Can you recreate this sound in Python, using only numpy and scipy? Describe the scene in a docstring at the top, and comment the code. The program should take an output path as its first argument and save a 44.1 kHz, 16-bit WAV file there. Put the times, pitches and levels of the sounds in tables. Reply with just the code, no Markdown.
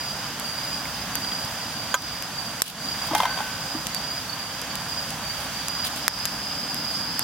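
"""Night at a camp table: a wood fire in a steel pit pops and ticks over a distant rush, low rumble and faint drone.
Field crickets trill from the start, as rows of wing strokes scattered by foliage; the pops are short noise bursts.
Near 2 s a glass is set down, ringing its modes; then comes the loudest crack, with the first puff of steam noise.
Just after 3 s metalware clatters and the table is bumped, each blow ringing a bank of decaying modes.
Past 5.5 s the flames roar up and fast tree crickets join. The recorder's gain ducks at the loudest cracks."""
import sys
import numpy as np
from scipy import signal
from scipy.fft import rfft, irfft, next_fast_len
from scipy.io import wavfile
from scipy.ndimage import uniform_filter1d

SR = 44100
rng = np.random.default_rng(int(sys.argv[2]) if len(sys.argv) > 2 else 0)


def waveform_to_disk(signal):
    """Save audio, clipped to [-1, 1], as 16-bit WAV at the path in sys.argv[1]."""
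    frames = np.transpose(np.atleast_2d(signal))
    scaled = np.clip(frames, -1, 1) * 32767
    samples = np.round(scaled).astype(np.int16)
    wavfile.write(sys.argv[1], SR, samples)


N = 318843
TIME = np.arange(N) / SR


def undb(db):
    """Decibels to gain."""
    return 10 ** (np.asarray(db) / 20)


def unit(x):
    """Scale to rms 1."""
    return x / np.sqrt(np.mean(x ** 2))


def ramp(t, length_s):
    """Rise from 0 at t = 0 to 1 over the given length, then hold."""
    return np.clip(t / length_s, 0, 1)


def curves(rows):
    """Each column of a table of (seconds, ..) rows, drawn as straight lines sample by sample."""
    s, *columns = np.transpose(rows)
    return [np.interp(TIME, s, column) for column in columns]


def response(points, size):
    """Gain at each FFT bin of a spectrum given as (Hz, dB) points."""
    hz, db = np.transpose(points)
    bins_hz = np.fft.rfftfreq(size, 1 / SR) + 1
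    return undb(np.interp(np.log(bins_hz), np.log(hz), db))


def colour(x, points):
    """Causal, minimum-phase filter with the given spectrum, built by folding its cepstrum."""
    size = 2 * x.shape[-1]
    cepstrum = irfft(np.log(response(points, size)))
    cepstrum[1:size // 2] *= 2
    cepstrum[size // 2 + 1:] = 0
    filtered = irfft(rfft(x, size) * np.exp(rfft(cepstrum)))
    return filtered[..., :size // 2]


def walk(rate):
    """Smooth random wander of rms near 1, aiming at a new value `rate` times per second."""
    hold = max(int(SR / rate), 2)
    steps = np.repeat(rng.standard_normal(N // hold + 1), hold)
    return unit(uniform_filter1d(steps, hold)[:N])


def add(out, s, sound):
    """Mix a sound in from time s."""
    i = int(s * SR)
    out[:, i:i + sound.shape[-1]] += sound[..., :N - i]


def pan(db):
    """Channel gains for a left-minus-right level."""
    return undb(np.array([[db], [-db]]) / 2)


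# Stereo width of the diffuse noise. Each row: frequency in Hz, side minus mid in dB.
WIDTH = [(60, -15.5), (110, -17), (200, -23), (380, -23), (700, -23), (1290, -12), (2380, -6.5), (4400, -3),
         (8120, 3.5), (15000, -2)]


def diffuse(points, flicker_db, flicker_rate):
    """Stereo noise whose octaves flicker on their own; the bass is nearly alike in both channels."""
    size = next_fast_len(N, True)
    mid, side = rfft(rng.standard_normal((2, size))) * response(points, size)
    width = response(WIDTH, size)
    spectrum = np.array([mid + width * side, mid - width * side]) / np.sqrt(1 + width ** 2)
    octave = np.log2(np.clip(np.fft.rfftfreq(size, 1 / SR), 32, 16384))
    out = np.zeros((2, N))
    for k in range(5, 15):
        # overlapping triangles, one octave apart, that sum to 1
        weight = np.maximum(1 - abs(octave - k), 0)
        band = irfft(spectrum * weight, size)[:, :N]
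        out += band * undb(flicker_db * walk(flicker_rate))
    return unit(out)


# Spectrum of the distant rush. Each row: frequency in Hz, relative level in dB.
RUSH_COLOUR = [(200, -34), (400, -10), (550, -4.5), (760, -1), (1000, -1.5), (1300, -3), (1570, -1.5),
               (2000, -6.5), (2600, -7), (3200, -5), (4200, -10), (5800, -7.5), (7800, -12), (15500, -19)]
# Spectrum of the flames' rumble. Each row: frequency in Hz, relative level in dB.
RUMBLE_COLOUR = [(15, -51), (25, -26.5), (36, -22), (46, -6), (81, -4.5), (156, 2), (275, -2.5),
                 (316, -6.5), (356, -13.5), (420, -26), (550, -17), (920, -120)]
# Slow level moves of rush and rumble together. Each row: time in seconds, gain in dB.
BACKGROUND_GAIN = [(0, 0.04), (1.4, 0.64), (2.3, -1.6), (3, 0.8), (4.3, -0.9), (5.3, 0.37), (7.2, -0.8)]
RUSH_DB, RUMBLE_DB = -33, -41  # rms before the slow gain and the pan


def background():
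    """The far rush of the night and the rumble of the flames, both as coloured, flickering noise."""
    # the added point rolls off the bass of the rush
    rush_points = [(40, -58)] + list(RUSH_COLOUR)
    rush = undb(RUSH_DB) * diffuse(rush_points, flicker_db=0.72, flicker_rate=16) * pan(db=-2.0)
    rumble = undb(RUMBLE_DB) * diffuse(RUMBLE_COLOUR, flicker_db=1.14, flicker_rate=8) * pan(db=-0.7)
    return undb(curves(BACKGROUND_GAIN)[0]) * (rush + rumble)


DRONE_HZ, DRONE_DB = 56.5, -55.5  # centre pitch, peak level


def drone():
    """A faint low sine whose pitch wanders a little, 0.6 rad apart between the channels."""
    pitch = DRONE_HZ + 0.9 * walk(4.6)
    phase = 2 * np.pi * np.cumsum(pitch) / SR
    return undb(DRONE_DB) * np.sin(phase + np.array([[0], [.6]]))


def trill(hz, rate, sweep_hz, duty, jitter, scatter_db, wander_hz):
    """Each closing stroke of the wings rings them at a pitch that sags as the stroke slows; no two are alike."""
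    size = len(hz)
    cycle = rng.random() + np.cumsum(rate * (1 + jitter * walk(30)[:size])) / SR
    stroke = np.minimum(cycle % 1 / duty, 1)  # 0 to 1 through a stroke, then silent
    # one pair of random values per stroke: pitch and level
    chance = rng.standard_normal((int(cycle[-1]) + 1, 2))
    pitch_chance, level_chance = chance[cycle.astype(int)].T
    sag = stroke ** 2 - 1 / 4
    pitch = hz - sweep_hz * sag + wander_hz * pitch_chance
    phase = 2 * np.pi * np.cumsum(pitch) / SR
    # the scraper catches the teeth of the file unevenly
    rasp_db = 2.5 * walk(300)[:size]
    stroke_db = scatter_db * np.tanh(level_chance)
    swing = np.abs(np.sin(np.pi * stroke)) ** .5 * undb(stroke_db + rasp_db)
    return unit(swing * (np.sin(phase) + undb(-26) * np.sin(2 * phase)))


def foliage(x, near_s=0.013, far_t60_s=0.44, far_db=-18):
    """A call arrives directly, then scattered by grass and trees along different paths to each channel."""
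    t = np.arange(SR // 2) / SR
    decay = np.exp(-t / near_s) + undb(far_db - 60 * t / far_t60_s)
    paths = rng.standard_normal((2, len(t))) * decay
    scattered = signal.fftconvolve(x[None], paths, axes=1)[:, :N]
    direct = np.array([np.roll(x, 1), x])  # left one sample later
    both = direct + 2.0 * scattered * np.std(x) / np.std(scattered, axis=1, keepdims=True)
    return both * np.std(x) / np.std(both, axis=1, keepdims=True)


# Late tree crickets. Each row: start in seconds, pitch in Hz, strokes per second, level in dB on entering.
TREE_CRICKETS = [(5.949, 4965., 88, -37.5), (6.0, 4737, 61, -40)]
TREE_ENTRY_S, TREE_SWELL_DB_PER_S = 0.13, 4.5  # they fade in, and grow steadily louder
TREE_SWEEP_HZ, TREE_WIDEN_HZ_PER_S = 120, 220  # drop in pitch per stroke on entering, and its growth


def chorus(far_db=-43.5):
    """A far cricket trills throughout; fast tree crickets join it, ever louder and wider in pitch."""
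    far = trill(np.full(N, 4760.), rate=40, sweep_hz=281.4, duty=0.94, jitter=0.14,
                scatter_db=0.0, wander_hz=69.8)
    out = undb(far_db) * far
    for start, hz, rate, db in TREE_CRICKETS:
        age = np.maximum(TIME - start, 0)
        sweep_hz = TREE_SWEEP_HZ + TREE_WIDEN_HZ_PER_S * age
        call = trill(np.full(N, hz), rate, sweep_hz, duty=.9, jitter=0.09, scatter_db=2.5, wander_hz=55.3)
        out = out + ramp(age, TREE_ENTRY_S) * undb(db + TREE_SWELL_DB_PER_S * age) * call
    return foliage(out) * pan(db=-2.0)


SWELL_S, FADE_S = .07, 0.058  # attack and release of every phrase


def phrase(start, end):
    """The times within a cricket's phrase, and its swell, hold and fade."""
    t = TIME[(TIME >= start) & (TIME < end)]
    return t, ramp(t - start, SWELL_S) * ramp(end - t, FADE_S)


# Phrases of the gliding cricket. Each entry: start in seconds.
GLIDE_PHRASES = [-.2, .378, 1.08, 1.7, 2.3, 2.74, 3.23, 3.869, 4.259, 4.653, 5.169, 5.5]
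GLIDE_HZ, GLIDE_RISE_HZ, GLIDE_RISE_S = 4910, 320, .12  # final pitch, climb to it, time constant of the climb
GLIDE_DB = -37
GLIDE_LONGEST_S, GLIDE_OVERLAP_S = .8, .005  # a phrase ends at this length, or just as the next begins
# Phrases of the answering cricket. Each row: start in seconds, length in seconds, level in dB.
ANSWER_PHRASES = [(-.15, 0.32, -35), (.52, .31, -34), (1.17, 0.31, -34), (1.55, .69, -41.5),
                  (2.8, 0.31, -33), (3.48, 0.37, -40), (3.95, 0.265, -34.5), (4.85, .24, -34),
                  (5.65, 0.24, -31.5), (6.65, 0.46, -38.5)]
ANSWER_HZ = 4845


def field_crickets():
    """One cricket climbs in pitch through each phrase, with short bent strokes; the other holds a purer note."""
    glider, answerer = np.zeros((2, 1, N))
    next_starts = list(GLIDE_PHRASES)[1:] + [np.inf]
    for start, following in zip(GLIDE_PHRASES, next_starts):
        t, effort = phrase(start, min(start + GLIDE_LONGEST_S, following + GLIDE_OVERLAP_S))
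        pitch = GLIDE_HZ - GLIDE_RISE_HZ * np.exp(-(t - start) / GLIDE_RISE_S)
        call = trill(pitch, rate=28.5, sweep_hz=270, duty=.7, jitter=.1, scatter_db=2.0, wander_hz=30)
        add(glider, t[0], undb(GLIDE_DB) * effort * call)
    for start, length, db in ANSWER_PHRASES:
        t, effort = phrase(start, start + length)
        pitch = np.full(len(t), ANSWER_HZ)
        call = trill(pitch, rate=29.2, sweep_hz=60, duty=.85, jitter=.1, scatter_db=1.5, wander_hz=12)
        add(answerer, t[0], undb(db) * effort * call)
    return (foliage(glider[0]) + foliage(answerer[0])) * pan(db=-4.0)


# Contact noise of a blow. Each row: frequency in Hz, relative level in dB before the blow's softness.
SCUFF_COLOUR = [(150, -30), (420, -15.5), (750, -0.5), (1300, -1), (3500, -9), (7000, -12.5), (16000, -9)]


def strike(modes, bright_hz, scuff_db, scuff_s, contact_s, spread):
    """One blow rings the modes, the high ones less if it is soft; the contact adds a short scuff."""
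    t = np.arange(SR * 2 // 3) / SR
    hz, db, t60 = np.transpose(modes)[:, :, None]
    # no two blows excite the modes quite alike
    gain = undb(db + 1.5 * rng.standard_normal(hz.shape)) / np.hypot(1, hz / bright_hz)
    # short waves reach the two channels out of step
    skew = spread * np.sqrt(hz / 1000) * rng.standard_normal((2, len(hz), 1))
    phase = 2 * np.pi * rng.random(hz.shape) + skew
    ring = (gain * undb(-60 * t / t60) * np.sin(2 * np.pi * hz * t + phase)).sum(axis=1)
    noise = rng.standard_normal(len(t)) + .5 * rng.standard_normal((2, len(t)))
    grit = noise * np.exp(-t / scuff_s)
    softened = [(f, level - 10 * np.log10(1 + (f / bright_hz) ** 2)) for f, level in SCUFF_COLOUR]
    scuff = colour(grit, softened)
    onset = 1 - np.exp(-t / contact_s)
    return (ring / 2 + undb(scuff_db) * scuff) * onset


# The glass meets the table. Each row: time in seconds, relative level in dB.
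GLASS_TAPS = [(1.9411, -10), (1.9429, -7), (1.949, -15)]
# Modes of glass on table. Each row: frequency in Hz, relative level in dB, 60 dB decay in seconds.
GLASS_MODES = [(380, -11, 0.033), (547, -5.5, .03), (1006, 0, 0.063), (1180, -1, 0.054), (1260, -5, 0.12),
               (1380, 1, .04), (1568, 5, 0.042), (2140, -11, 0.058), (3285, 5.5, 0.015), (4000, -9, 0.043),
               (5917.8, -16, 0.27), (6500, 1, 0.035), (6980, 4, 0.021), (10100, -33, .025),
               (11400, -32, .02)]


def glass():
    """A glass lands with a quick rattle of hard, bright taps."""
    out = np.zeros((2, N))
    for s, db in GLASS_TAPS:
        tap = strike(GLASS_MODES, bright_hz=12000, scuff_db=1.5, scuff_s=0.0069, contact_s=0.00016, spread=0.25)
        add(out, s, undb(db) * pan(db=-1.5) * tap)
    return out


# Modes of the metalware. Each row: frequency in Hz, relative level in dB, 60 dB decay in seconds.
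METAL_MODES = [(580, -20, .08), (686, -14, 0.077), (760, -14, .22), (848, -4, 0.22), (927, -3, 0.11),
               (1050, -3, 0.044), (1200, -15, .1), (1520, -14.5, 1.2), (1595, -15, 0.41),
               (1960, -23.5, 1.1), (2095, -10.5, 0.3), (2350, -12, .08), (3200, 5, 0.031), (3610, 1, 0.03),
               (5880, 1, 0.028)]
NOTE_DB, OVERTONE_DB = 10.5, -10  # the hollow note and its neighbour, on the scale of the metal's modes


def knock(bright_hz, note_hz):
    """A blow on the metalware rings its modes and the hollow note of the spot struck."""
    modes = list(METAL_MODES) + [(note_hz, NOTE_DB, .035), (1.11 * note_hz, OVERTONE_DB, .03)]
    # a duller blow stays in contact longer
    return strike(modes, bright_hz, scuff_db=10.5, scuff_s=0.0051, contact_s=2.0 / bright_hz, spread=0.24)


# Metalware knocks. Each row: time in seconds, relative level in dB, brightness in Hz,
# hollow note of the spot struck in Hz.
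METAL_KNOCKS = [(3.110, -20, 700, 825), (3.133, -18.5, 1290, 630), (3.1493, -13, 6070, 796),
                (3.2015, -13.5, 2000, 990), (3.222, -24, 2200, 1080), (3.2318, -16.5, 2000, 745),
                (3.2534, -16, 2400, 1000), (3.292, -26, 1500, 1520), (3.3735, -22, 2200, 744),
                (3.386, -23.5, 2000, 1040), (3.403, -21, 1600, 758)]
RATTLE_S, RATTLE_SPREAD_S, RATTLE_DB = 3.19, .18, -26.5  # light touches: middle, half length, level there


def metalware(count=14, rattle_edge_db=-7):
    """Metalware clatters in hard knocks amid light touches that thin in level away from the middle."""
    out = np.zeros((2, N))
    for s, db, bright_hz, note_hz in METAL_KNOCKS:
        add(out, s, undb(db) * knock(bright_hz, note_hz))
    for k, (when, spot) in enumerate(rng.random((count, 2))):
        place = 2 * (k + when) / count - 1  # -1 to 1 across the rattle
        touch = knock(bright_hz=1900, note_hz=750 + 350 * spot)
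        touch_db = RATTLE_DB + rattle_edge_db * place ** 2
        add(out, RATTLE_S + RATTLE_SPREAD_S * place, undb(touch_db) * touch)
    return out


# Soft bumps on the table. Each row: time in seconds, relative level in dB.
TABLE_BUMPS = [(3.111, -27), (3.135, -31), (3.748, -27.5), (3.757, -37)]
# Modes of the table. Each row: frequency in Hz, relative level in dB, 60 dB decay in seconds.
TABLE_MODES = [(255, 6.5, 0.1), (316, 8.5, .14), (770, -11, 0.066), (1180, 5.5, 0.18)]


def table_bumps():
    """Soft, slow contacts ring the low modes of the table."""
    out = np.zeros((2, N))
    for s, db in TABLE_BUMPS:
        bump = strike(TABLE_MODES, bright_hz=1500, scuff_db=-5, scuff_s=.008, contact_s=0.002, spread=0.17)
        add(out, s, undb(db) * bump)
    return out


# Spectrum of the roaring flames. Each row: frequency in Hz, relative level in dB.
FLARE_COLOUR = [(120, -30), (220, 1), (300, 3), (420, -25), (900, -45)]
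FLARE_S, FLARE_RISE_S, FLARE_DB = 5.53, 1., -44.5  # start, time to full strength, full level


def flare():
    """The flames climb the logs and roar: low noise that flutters and swells in."""
    roar = diffuse(FLARE_COLOUR, flicker_db=2.5, flicker_rate=8)
    return undb(FLARE_DB) * ramp(TIME - FLARE_S, FLARE_RISE_S) * roar


# Small woody snaps in the logs. Each row: time in seconds, relative level in dB, pitch in Hz.
LOG_SNAPS = [(.855, -21, 2200), (1.247, -18, 3200), (1.32, -16, 3300)]
# Modes shared by the snaps. Each row: frequency in Hz, relative level in dB, 60 dB decay in seconds.
SNAP_MODES = [(600, -16, 0.027), (1400, -15, 0.0185), (4390, -6, 0.014)]


def snaps():
    """Fibres part deep in a log and ring it briefly."""
    out = np.zeros((2, N))
    for s, db, hz in LOG_SNAPS:
        modes = list(SNAP_MODES) + [(hz, 2, .02)]
        snap = strike(modes, bright_hz=6000, scuff_db=4, scuff_s=0.0014, contact_s=0.00018, spread=0.26)
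        add(out, s, undb(db) * snap)
    return out


# Puffs of steam escaping from the logs. Each row: start in seconds, length in seconds, level in dB at its middle.
STEAM_PUFFS = [(2.595, 0.15, -27.5), (3.015, .094, -36), (3.116, .16, -33), (5.329, 0.19, -39),
               (5.824, 0.071, -27.5), (5.941, 0.083, -35)]
# Spectrum of the steam. Each row: frequency in Hz, relative level in dB.
STEAM_COLOUR = [(1500, -18), (3000, 8.5), (7000, -2), (11000, 2), (15000, -4)]


def steam():
    """Gas hisses out in short, sputtering puffs of coloured noise."""
    out = np.zeros((2, N))
    for s, length, db in STEAM_PUFFS:
        size = int(length * SR)
        sputter = undb(3.34 * walk(300)[:size])
        hiss = unit(colour(rng.standard_normal((2, size)), STEAM_COLOUR))
        add(out, s, undb(db) * np.hanning(size) * sputter * hiss)
    return out


# Spectrum of a pop's crack. Each row: frequency in Hz, relative level in dB.
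CRACK_COLOUR = [(1500, -2), (4000, 0), (6000, 4.5), (8500, 2.5), (11000, 3.5), (13500, 3), (16000, -30)]
# Spectrum of a pop's woody body. Each row: frequency in Hz, relative level in dB.
BODY_COLOUR = [(150, -24), (500, -11), (1000, 0.5), (1800, 9), (3000, -2.5), (5500, 12.5), (8000, -24),
               (15000, -4)]
BURST_S, SCATTER_S, SCATTER_DB = .00035, .002, -13  # decay of the burst, decay and level of its scatter


def pop(body_db, ground_db=-36, ground_s=0.017):
    """A gas pocket bursts: a sharp fracture and a push on the wood, scattered by logs and steel walls."""
    t = np.arange(2048) / SR
    scatter = undb(SCATTER_DB) * np.exp(-t / SCATTER_S)
    ground = undb(ground_db) * np.exp(-t / ground_s)
    shape = np.exp(-t / BURST_S) + scatter + ground
    # each noise is partly shared by the two channels
    fracture = rng.standard_normal((2, len(t))) + .5 * rng.standard_normal(len(t))
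    crack = colour(fracture * shape, CRACK_COLOUR)
    rustle = .5 * rng.standard_normal(len(t)) + 0.43 * rng.standard_normal((2, len(t)))
    push = -3 * np.exp(-t / 0.00014) + shape * rustle
    body = colour(push, BODY_COLOUR)
    return (unit(crack) + undb(body_db) * unit(body)) * np.sqrt(np.mean(shape ** 2))


# The clearest wood pops. Each row: time in seconds, relative crack level in dB,
# woody body relative to the crack in dB.
WOOD_POPS = [(.398, -18, -18), (1.1547, -10.5, -18), (1.4496, -22, -16), (2.0218, -25.5, -14),
             (2.2243, -18, -22), (2.6198, 10, -6), (3.869, -13, -25), (3.9471, -13.5, -18),
             (4.616, -20, -17), (4.755, -16, -21), (5.1053, -20.5, -14), (5.684, -12.5, -24),
             (5.85, -19.5, -2.5), (5.962, -22.5, -13), (6.0804, 0, 1.5), (6.2546, -9, -15.5),
             (6.2591, -18.5, -7), (6.7446, -17, -15.5), (7.1935, -7.5, -18)]


def fire(tick_db=-40, tick_spread_db=3, count=45):
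    """Loud pops, a random scatter of faint ticks with a few stronger ones, and puffs of steam."""
    out = steam()
    for s, db, body_db in WOOD_POPS:
        add(out, s, undb(db) * pop(body_db))
    for when, size in rng.random((count, 2)):
        level_db = tick_db - tick_spread_db * np.log(max(size, .03))
        add(out, when * (N - 1) / SR, undb(level_db) * pop(body_db=-6))
    return out * pan(db=-1.0)


def scene():
    """Rush, rumble and drone lie beneath the insects, the things on the table and the fire."""
    night = background() + drone() + chorus() + field_crickets()
    table = glass() + metalware() + table_bumps()
    return night + table + flare() + snaps() + fire()


TOP_HZ = 15900  # upper edge of the recorder's band


def record(dry, limit_db=-17, release_db_per_s=58, window_s=0.014):
    """Gain control looks just ahead, ducks at a loud crack and creeps back; peaks clip and the top is cut."""
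    # the window is centred, so the gain moves slightly early
    power = uniform_filter1d(np.mean(dry ** 2, axis=0), max(int(window_s * SR), 1))
    excess_db = np.maximum(10 * np.log10(np.maximum(power, 1e-12)) - limit_db, 0)
    # a running maximum over a tilted line gives instant duck and steady release
    recovery = release_db_per_s * TIME
    duck_db = np.maximum.accumulate(excess_db + recovery) - recovery
    held = np.clip(dry * undb(-duck_db), -1, 1)
    top_cut = signal.ellip(8, .2, 70, TOP_HZ, fs=SR, output="sos")
    return signal.sosfilt(top_cut, held)


dry = scene()
out = record(dry)
waveform_to_disk(out)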